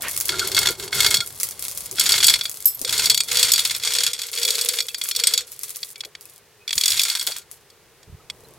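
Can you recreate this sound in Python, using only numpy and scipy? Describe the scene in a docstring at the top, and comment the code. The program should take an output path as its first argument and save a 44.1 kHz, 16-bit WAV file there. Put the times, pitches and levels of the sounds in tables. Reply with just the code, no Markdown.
"""Outdoors, at the front of an old car, close to a hand-held camera: a ratchet strap is hooked on and cranked tight.
Strap and steel fittings stick and slip: noise bursts and ringing steel modes for cracks, dense slips for creep.
The slips drive sheet-metal resonances; friction noise through a moving low resonance makes the groan.
Crisp clicks rustle by the microphone; a bright steel ping comes back from across the street.
Filtered noise gives handling rumble, bumps and steady outdoor air; short sines give faint far chirps."""
import sys
import numpy as np
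from scipy import signal
from scipy.io import wavfile
from scipy.ndimage import uniform_filter1d, minimum_filter1d

SR = 44100
rng = np.random.default_rng(int(sys.argv[2]) if len(sys.argv) > 2 else 0)


def transcribe(u):
    """Save the signal u as a 16-bit wav file named by the first command-line argument.

    u: samples, shape (n,) or (channels, n), limited to [-1, 1]; the rate is SR.
    q: integer samples, one column per channel.
    """
    v = np.clip(np.atleast_2d(u).T, -1, 1)
    q = np.round(v * 32767).astype(np.int16)
    wavfile.write(sys.argv[1], SR, q)


N = 378637
TIME = np.arange(N) / SR
TAPS = 4096
BINS = np.fft.rfftfreq(TAPS, 1 / SR)  # Hz
EDGE_HZ = 16150  # upper band limit

# loud slips of the loaded strap, before gain: (time [s], level [dB], brightness [dB])
CRACKS = [(0.2917, -17, -2), (0.3414, -34.5, -17), (0.3937, -19.5, 2), (0.5467, -21.5, 5),
          (0.5657, -17.5, 2), (0.5774, -15.5, -5.5), (0.589, -21.5, 11), (0.655, -26, -10),
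          (0.6709, -15, 0), (0.928, -21.5, -6), (1.0043, -16, 5.5), (1.0452, -15, -3), (1.0627, -14, -1.5),
          (1.0853, -27, 0), (1.1425, -12.5, 3.5), (1.1693, -22.5, 7.5), (1.2044, -20, -0.5),
          (1.9837, -25, -10.5), (1.996, -18, 11), (2.091, -27.5, 14.5), (2.12, -16.5, 7),
          (2.1388, -17.5, -8.5), (2.203, -20, -4), (2.228, -16, -2.5), (2.2425, -11, 6), (2.267, -23, 20.5),
          (2.282, -6.5, 1), (2.297, -15.5, 8), (2.3386, -13, 0), (2.4106, -20.5, -3), (2.454, -21.5, -3),
          (2.8479, -22.5, 2.5), (2.8927, -24, 3), (2.9785, -23.5, 8), (3.0568, -19, 8.5), (3.0984, -8.5, 5),
          (3.1451, -18.5, 5), (3.1755, -18, 5.5), (3.2041, -14.5, 1), (3.313, -30, 3), (3.3704, -17, 4.5),
          (3.394, -18, 5.5), (3.4288, -10.5, 4.5), (3.518, -18, 11), (3.536, -17, 10), (3.559, -20, 4),
          (3.5922, -15, 2.5), (3.651, -23, 7), (3.697, -22.5, -2.5), (3.835, -22.5, 1.5), (3.8735, -19, -1),
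          (3.936, -22.5, 7), (3.985, -19, 1.5), (4.0343, -18.5, 5), (4.0649, -16, 1), (4.1328, -25, 6),
          (4.217, -28, 7), (4.3746, -25, 3.5), (4.4305, -23, 7), (4.4499, -19, 2.5), (4.478, -21, 0),
          (4.5048, -21, 8), (4.553, -26, 8), (4.6113, -25.5, 11.5), (4.6872, -21, 9.5), (4.7871, -19, -0.5),
          (4.804, -19, 0.5), (4.8843, -26.5, -1), (4.9445, -22.5, -2), (5.014, -23, 0), (5.055, -33, -8),
          (5.112, -21.5, 1), (5.15, -27, 2.5), (5.1622, -24.5, 11.5), (5.1982, -21, 2), (5.2368, -15.5, 3),
          (5.2705, -14, 7), (5.337, -17.5, 6), (5.3769, -17.5, 4), (5.83, -25, 0), (5.9576, -35.5, -5),
          (6.0061, -27, -0.5), (6.036, -35, -10), (6.049, -34, 2), (6.151, -33, -7.5), (6.678, -23, -2.5),
          (6.691, -26.5, -3), (6.707, -22.5, -2.5), (6.729, -19, -1.5), (6.7789, -15, 1.5), (6.811, -20, 5),
          (6.836, -17, 2.5), (6.858, -16.5, 5), (6.8798, -18.5, 7.5), (6.904, -22, 8), (6.919, -19, 3.5),
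          (6.9734, -22.5, 2), (6.9941, -14.5, 2.5), (7.0162, -22.5, 6), (7.034, -20.5, 6.5),
          (7.099, -19.5, 2.5), (7.1514, -20.5, -1.5), (7.195, -25.5, 4.5), (7.211, -27.5, 6),
          (7.2717, -19.5, -2), (7.3189, -26.5, -4), (7.362, -36.5, -14.5), (7.701, -50.5, 4),
          (8.03, -48, -3), (8.2998, -26, -5)]
# resonances of ratchet and hook, before sharpness: (frequency [Hz], width [Hz], height [dB])
STEEL = [(2375, 990, 11.5), (3370, 360, 14.5), (3680, 505, 4.5), (4280, 880, 10.5), (4646, 210, 10),
         (5473, 720, 11.5), (6850, 690, 11.5), (7870, 190, 10), (8460, 190, 13.5), (11200, 600, 8.5),
         (11900, 223, -0.5), (14800, 740, 18)]
# how firmly the taut strap couples slips to the metal, before gain: (time [s], coupling [dB])
COUPLING = [(.3, 15), (1.25, 14.5), (2, 9), (3.1, 8.5), (4.5, 0.5), (5.3, 9.5), (5.8, -17), (6.8, -10),
            (7.2, 14.5), (8.3, -28)]
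# pulls on the strap, levels before gain: (start [s], length [s], creep [dB], groan [dB],
# groan pitch [Hz], crackle [dB], camera shake [dB])
PULLS = [(0.27, 0.29, -27.5, -36, 374, -59, -43), (0.531, 0.17, -21.5, -42, 385, -36, -39.5),
         (0.768, 0.12, -33.5, -37.5, 390, -38, -47), (0.917, 0.24, -20.5, -38.5, 400, -26, -40.5),
         (1.959, 0.4, -19, -45.5, 407, -32, -46.5), (2.859, 0.26, -21, -45, 426, -32.5, -45),
         (3.271, 0.24, -21, -40.5, 481, -32.5, -50.5), (3.41, 0.36, -23.5, -56, 487, -31, -54.5),
         (3.804, 0.29, -22.5, -44, 466, -43, -56), (4.12, 0.17, -31, -54, 476, -54, -71),
         (4.312, 0.49, -25.5, -39, 466, -31, -73), (5.138, 0.27, -28, -44.5, 475, -43, -59),
         (6.786, 0.38, -24.5, -58, 460, -30, -68), (7.172, 0.21, -33.5, -66, 440, -33.5, -72)]


def amp(db):
    """Decibels to gain."""
    return 10 ** (np.asarray(db) / 20)


def unit(x):
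    """Scales to rms 1."""
    return x / np.sqrt(np.mean(x ** 2) + 1e-20)


def read(points, hz):
    """Interpolates a spectrum on a log-frequency axis."""
    f, value = np.transpose(points)
    return np.interp(np.log(hz + 1), np.log(f + 1), value)


def curve(rows, order=1):
    """One column of a time table, at every sample."""
    columns = np.transpose(rows)
    return np.interp(TIME, columns[0], columns[order])


def add(mix, start_s, sound):
    """Mixes a sound in at start_s."""
    part = mix[..., max(round(start_s * SR), 0):][..., :sound.shape[-1]]
    part += sound[..., :part.shape[-1]]


def colour(x, db):
    """Causal minimum-phase filter with the gains db at BINS."""
    log_gain = np.log(amp(np.r_[db, db[-2:0:-1]]))
    response = np.fft.ifft(np.exp(signal.hilbert(log_gain).conj())).real
    return signal.oaconvolve(x, response[:TAPS // 2])[:len(x)]


def resonate(x, hz, width_hz):
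    """Resonance of gain 1 whose frequency may move: shift to 0 Hz, one-pole lowpass, shift back."""
    turn = np.exp(2j * np.pi * np.cumsum(hz * np.ones(len(x))) / SR)
    r = np.exp(-np.pi * width_hz / SR)
    return 2 * (turn * signal.lfilter([1 - r], [1, -r], x / turn + 1e-18)).real


def steady(x, seconds):
    """Evens out the slow level and keeps the fine grain."""
    power = abs(uniform_filter1d(x ** 2, int(seconds * SR) + 1))
    return x / np.sqrt(power + 1e-12)


def ports(make, wide_db=0):
    """Left and right microphone ports: a common sound plus and minus an unrelated difference."""
    # difference against sum, before wide_db: (frequency [Hz], level [dB])
    width = [(60, -12.5), (140, -15.5), (300, -18), (1200, -20), (2500, -25.5), (4400, -8), (8000, -9.5),
             (15000, -4.5)]
    mid = make()
    side = colour(make(), read(width, BINS) + wide_db)
    return np.array([mid + side, mid - side])


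def dying(energy, decay_s):
    """Each kick of energy dies away; decay_s is the amplitude time constant."""
    return signal.lfilter([1], [1, -np.exp(-2 / (decay_s * SR))], energy)


def kicks(per_s, spread_db):
    """Energy of randomly timed slips: many small, a few large."""
    happens = rng.random(N) < per_s / SR
    return happens * amp(spread_db * np.minimum(rng.exponential(1, N), 4)) ** 2


def strokes(rows, order, rise_s, fall_s, arch_db):
    """Gain for rows (start, length, levels..): each rises, arches over its middle and dies away."""
    power = np.zeros(N)
    for row in rows:
        start_s, length_s = row[:2]
        t = np.arange(int((length_s + 8 * fall_s) * SR)) / SR
        arch = amp(row[order] - arch_db * np.minimum((2 * t / length_s - 1) ** 2, 1))
        rise = np.minimum(t / rise_s, 1)
        fall = np.exp(-np.maximum(t - length_s, 0) / fall_s)
        add(power, start_s, (arch * rise * fall) ** 2)
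    return np.sqrt(power)


def rustling():
    """Gain of the spells of rustling."""
    # crisp rustling between the pulls: (start [s], length [s], level [dB])
    spells = [(0.0, 0.29, -29.5), (1.215, 0.11, -36), (1.345, 0.19, -33), (1.54, 0.96, -34.5),
              (1.615, 0.049, -27), (2.38, 0.42, -37), (3.14, 0.32, -36.5), (3.73, 0.11, -40),
              (4.24, 0.081, -40), (4.8, 0.27, -38), (5.025, 0.083, -28), (5.46, 0.45, -38.5),
              (5.615, 0.15, -36.5), (5.85, 0.22, -51), (6.2, 0.17, -48), (6.72, 0.098, -28),
              (7.49, 0.083, -48), (8.33, 0.25, -57.5)]
    return strokes(spells, order=2, rise_s=0.012, fall_s=0.025, arch_db=2.0)


def steel_db(sharpness, vary_db):
    """Colour of one contact: where it slips decides each resonance's frequency and strength."""
    # slip under the resonances: (frequency [Hz], level [dB])
    slip_tone = [(100, -19), (300, -15.5), (600, -12), (1000, -5), (1600, -0.5), (2900, 0.5), (4000, 3),
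                 (6200, 1.5), (9500, 3), (13000, -2.5), (15500, -16.5)]
    detune = 0.007  # relative
    chance = rng.standard_normal((len(STEEL), 2))
    peaks = 0
    for (hz, width_hz, db), (a, b) in zip(STEEL, chance):
        offset = 2 * (BINS - hz * (1 + detune * b)) / width_hz
        peaks = peaks + (db + vary_db * a) / (1 + offset ** 2)
    tone = read(slip_tone, BINS) + sharpness * peaks
    return tone - 10 * np.log10(np.mean(amp(tone) ** 2))


def cracks(burst_s=0.0061, ring_s=0.021, ring_db=-10, gain_db=4.0, release_db=2,
           detune=0.007, treble_damping=0.19, size=3000):
    """Sharp release and millisecond burst, then ringing steel modes unless slack webbing damps them."""
    out, t = np.zeros((2, N)), np.arange(size) / SR
    burst_shape, slack_slope = 1.8, 0.9  # exponent; dB of ring per dB of lost coupling
    burst = np.exp(-(t / burst_s) ** burst_shape)
    release = amp(release_db) * (t == 0)
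    treble = read([(1500, -1.13), (4200, 0.34), (8000, 0.95), (15000, 1.4)], BINS)
    for s, db, bright_db in CRACKS:
        tone = steel_db(sharpness=1.126, vary_db=1.0) + bright_db * treble
        # bent plates have their modes in close pairs
        modes_hz = np.repeat(np.transpose(STEEL)[0], 2) * (1 + detune * rng.standard_normal(2 * len(STEEL)))
        heights = amp(np.interp(modes_hz, BINS, tone))
        damping = (modes_hz / STEEL[1][0]) ** treble_damping / ring_s  # 1/s
        waves = np.exp(np.outer(2j * np.pi * modes_hz - damping, t)) * (1 - np.exp(-t / 0.001))
        slack_db = min(np.interp(s, *np.transpose(COUPLING)), 0)
        freed = amp(ring_db + slack_slope * slack_db)

        def slip():
            noise = colour(burst * (release + rng.standard_normal(size)), tone)
            snap = unit(noise) * np.sqrt(np.mean(burst ** 2))
            phases = np.exp(2j * np.pi * rng.random(len(heights)))
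            ring = ((heights * phases) @ waves).real
            return snap + freed * ring / np.sqrt(np.sum(heights ** 2) / 2)

        loudness = amp(db + gain_db) * np.sqrt(np.mean(amp(tone) ** 2))
        add(out, s, loudness * ports(slip, wide_db=-0.5))
    return out


def creep(gain_db=-0.5, stick_db=-9, stick_s=0.0024, jostle_db=-11, even_s=0.053, tail_db=-8, contacts=3):
    """Dense small slips at several contacts in each pull; the strap sticks briefly before each crack."""
    slips = [kicks(per_s=75, spread_db=6.0) for _ in range(contacts)]
    energy = np.array([dying(k, decay_s=0.007) + amp(tail_db) ** 2 * dying(k, decay_s=0.026) + 0.003
                       for k in slips])
    share = energy / abs(uniform_filter1d(energy.sum(0), int(even_s * SR)))
    stuck = np.zeros(N)
    for s, _, _ in CRACKS:
        add(stuck, s - 1.5 * stick_s, np.hanning(int(2 * stick_s * SR)))
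    out = 0
    for part in share:
        tone = steel_db(sharpness=0.72, vary_db=-1.0)
        out = out + ports(lambda: colour(np.sqrt(part) * rng.standard_normal(N), tone), wide_db=1.0)
    effort = strokes(PULLS, order=2, rise_s=0.03, fall_s=0.027, arch_db=4.5)
    activity = np.hypot(effort, amp(jostle_db) * rustling())
    return out * activity * amp(gain_db + stick_db * stuck)


def panel(slips, gain_db=4):
    """The strap carries the slips into the sheet metal, which rings on."""
    # pulled sheet metal: (frequency [Hz], width [Hz], level [dB])
    modes = [(982, 39, -8.5), (1410, 15, 0), (1573, 330, -11), (2174, 51, -4), (3330, 60, -13),
             (4400, 94, -3), (4670, 80, -14)]
    drive = slips.mean(0) * amp(curve(COUPLING) + gain_db)
    # broad sheet radiates the low modes best
    lift_db = read([(1500, -3.0), (2300, -6.0), (3300, -16.5)], BINS)
    drive = colour(drive, lift_db)
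    return sum(amp(db) * resonate(drive, hz, width_hz) for hz, width_hz, db in modes)


def groan(gain_db=-2.0, width_hz=55, waver_db=0.5):
    """Friction noise excites one low body resonance in each pull; level wavers, pitch follows PULLS."""
    hz = curve([(row[0] + row[1] / 2, row[4]) for row in PULLS])

    def voice():
        narrow = resonate(rng.standard_normal(N), hz, width_hz)
        return steady(resonate(narrow, hz, 2 * width_hz), seconds=0.15)

    slow = uniform_filter1d(rng.standard_normal(N), int(0.045 * SR))
    waver = unit(uniform_filter1d(slow, int(0.02 * SR)))
    effort = strokes(PULLS, order=3, rise_s=0.03, fall_s=0.07, arch_db=5.0)
    return ports(voice, wide_db=-3.5) * effort * amp(gain_db + waver_db * waver)


def rustle(gain_db=-2.0, snap_db=5.0, tail_db=-17):
    """Very short dry clicks, each trailed by a little fizz, during the pulls and between them."""
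    # rustle colour: (frequency [Hz], level [dB])
    rustle_tone = [(290, -20.5), (500, -10), (817, -29.5), (1160, -8.5), (1780, -19), (1940, -8.5),
                   (3040, -10.5), (5050, -2.5), (10900, 3.5), (15800, -4)]
    # sharpest snaps, before snap_db: (time [s], level [dB])
    sharp_snaps = [(0.112, -22), (0.1634, -22), (0.176, -13), (0.202, -14.5), (0.214, -19), (0.2562, -15),
                   (0.475, -14), (0.5176, -21.5), (0.708, -17.5), (1.4005, -16), (1.4323, -8),
                   (1.6252, -20), (1.6829, -18), (1.7753, -16), (2.5146, -21), (2.8155, -16), (5.039, -17),
                   (5.6339, -21), (6.21, -31.5), (7.2678, -15.5), (7.3772, -35), (7.514, -30)]

    def grain(energy):
        return dying(energy, decay_s=0.00043) + amp(tail_db) ** 2 * dying(energy, decay_s=0.018)

    snaps = np.zeros(N)
    for s, db in sharp_snaps:
        add(snaps, s, amp([db + snap_db]) ** 2)
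    small = steady(np.sqrt(grain(kicks(per_s=430, spread_db=8.0)) + 0.061), seconds=0.087)
    crackle = strokes(PULLS, order=5, rise_s=0.02, fall_s=0.015, arch_db=3.0)
    activity = np.hypot(rustling(), crackle)
    shape = np.sqrt((small * activity * amp(gain_db)) ** 2 + grain(snaps))
    tone = read(rustle_tone, BINS) - np.maximum(BINS - EDGE_HZ, 0) / 100
    tone = tone - 10 * np.log10(np.mean(amp(tone) ** 2))
    return ports(lambda: colour(shape * rng.standard_normal(N), tone), wide_db=4.0)


def ping(ring_db=-28, free_s=2.672):
    """Steel snaps against steel, then swings free and rings in high decaying modes."""
    # modes of a small steel part, before ring_db: (frequency [Hz], level [dB], t60 [s])
    modes = [(3690, -16.5, .15), (5230, 1, 0.18), (5550, -10, .22), (7903, 4, .17), (8040, -13.5, 0.17),
             (9870, -5.5, .17), (10700, 6, .13), (10750, 1, 0.121), (12350, -2, 0.45), (12250, -4, .5),
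             (15330, 6, .13)]
    # hard contacts, the last an echo from the houses: (time [s], level [dB], decay [s])
    hits = [(2.656, -3, 0.0039), (2.656, -7.5, 0.019), (2.747, -26, 0.0097)]
    # contact colour: (frequency [Hz], level [dB])
    contact_tone = [(1000, -63), (4000, -29.5), (9000, -18), (11600, -13.5), (12350, 9), (13200, -20.5),
                    (16000, -26)]
    out, t = np.zeros((2, N)), np.arange(SR // 3) / SR

    def contact():
        return steady(colour(rng.standard_normal(len(t)), read(contact_tone, BINS)), seconds=0.0034)

    def ring():
        return sum(amp(db - 60 * t / t60_s) * np.sin(2 * np.pi * (hz * t + rng.random()))
                   for hz, db, t60_s in modes)

    for s, db, decay_s in hits:
        envelope = np.exp(-t / decay_s) * (1 - np.exp(-t / 0.000086))
        add(out, s, amp(db) * ports(contact, wide_db=-1.5) * envelope)
    add(out, free_s, amp(ring_db) * ports(ring, wide_db=-1.0) * (1 - np.exp(-t / 0.001)))
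    return out


def handling(gain_db=0.5):
    """Low noise rumble swelling with each pull; narrow noise bursts for soft bumps, scuffs and squeaks."""
    # rumble colour: (frequency [Hz], level [dB])
    rumble_tone = [(20, -15), (50, -3.5), (95, 2), (135, 0.5), (200, -7.5), (300, -9.5), (600, -6.5),
                   (1200, -10), (3000, -97.5)]
    # rumble from holding the camera, before gain: (time [s], level [dB])
    hold = [(0, -48.5), (1.5, -53), (2.3, -49.5), (2.68, -62), (2.84, -53), (3.9, -55.5), (4.25, -69.5),
            (5.9, -72.5), (7.95, -65), (8.2, -58), (8.59, -54.5)]
    # bumps, scuffs, squeaks: (time [s], level [dB], length [s], frequency [Hz], width per stage [Hz])
    bumps = [(0.015, -32.5, 0.096, 1760, 2050), (0.317, -34.5, 0.045, 1410, 60),
             (0.404, -28.5, 0.044, 1410, 90), (0.678, -35.5, 0.05, 403, 70), (0.95, -43, 0.055, 136, 90),
             (0.96, -45, 0.11, 1410, 50), (1.169, -41.5, 0.042, 109, 90), (1.196, -38.5, 0.058, 1410, 50),
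             (1.911, -46, 0.058, 390, 60), (2.808, -41.5, 0.025, 249, 400),
             (2.837, -40.5, 0.037, 474, 79.5), (6.036, -54, 0.06, 453, 300), (6.749, -46.5, 0.043, 89, 122),
             (6.89, -53, 0.12, 100, 89.5), (7.267, -44.5, 0.05, 570, 600), (8.068, -46, 0.05, 90, 61),
             (8.119, -40, 0.041, 94.5, 50), (8.317, -57.5, 0.27, 420, 143)]

    def rumble():
        return steady(colour(rng.standard_normal(N), read(rumble_tone, BINS)), seconds=0.2)

    shake = strokes(PULLS, order=6, rise_s=0.037, fall_s=0.04, arch_db=1.0)
    out = ports(rumble, wide_db=5.5) * np.hypot(amp(curve(hold)), shake) * amp(gain_db)
    for s, db, length_s, hz, width_hz in bumps:
        window = signal.windows.tukey(int(length_s * SR), 0.7)

        def bump():
            noise = resonate(rng.standard_normal(len(window)), hz, width_hz)
            return unit(resonate(noise, hz, width_hz) * window)

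        add(out, s, amp(db) * ports(bump, wide_db=2))
    return out


def outdoors(level_db=-55.5):
    """Steady coloured noise with a few faint far chirps: short windowed sines."""
    # background colour: (frequency [Hz], level [dB])
    air_tone = [(20, -21.5), (60, -8.5), (130, -3.5), (260, -16.5), (420, 0.5), (620, -10.5), (1000, -11.5),
                (2000, -11), (5000, -17), (10000, -20), (15800, -24)]
    # chirps: (time [s], level [dB], length [s], frequency [Hz])
    chirps = [(4.892, -39, 0.027, 2630), (5.954, -48, 0.055, 2300), (6.248, -50, 0.021, 2530),
              (6.59, -52.5, 0.065, 2520), (8.194, -51, 0.026, 1280), (8.44, -49.5, .025, 4070)]

    def air():
        return unit(colour(rng.standard_normal(N), read(air_tone, BINS)))

    out = amp(level_db) * ports(air, wide_db=6.5)
    for s, db, length_s, hz in chirps:
        t = np.arange(int(length_s * SR)) / SR
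        add(out, s, amp(db) * np.hanning(len(t)) * np.sin(2 * np.pi * hz * t))
    return out


def scene():
    """Sum of all sources at the camera."""
    slips = cracks() + creep()
    return slips + panel(slips) + groan() + rustle() + ping() + handling() + outdoors()


def record(dry, limiter_samples=45):
    """Slightly unequal ports, a fast limiter on the hardest peaks, band limit."""
    balance_db = read([(1000, -0.1), (2800, -0.46), (5500, 0.39), (14000, 0.5)], BINS)
    heard = np.array([colour(dry[0], balance_db), colour(dry[1], -balance_db)])
    limit = 1 / np.maximum(abs(heard).max(0), 1)
    heard = heard * uniform_filter1d(minimum_filter1d(limit, limiter_samples), limiter_samples)
    lowpass = signal.firwin(401, EDGE_HZ, window=("kaiser", 7), fs=SR)
    return signal.oaconvolve(heard, lowpass[None], "same")


dry = scene()
out = record(dry)
transcribe(out)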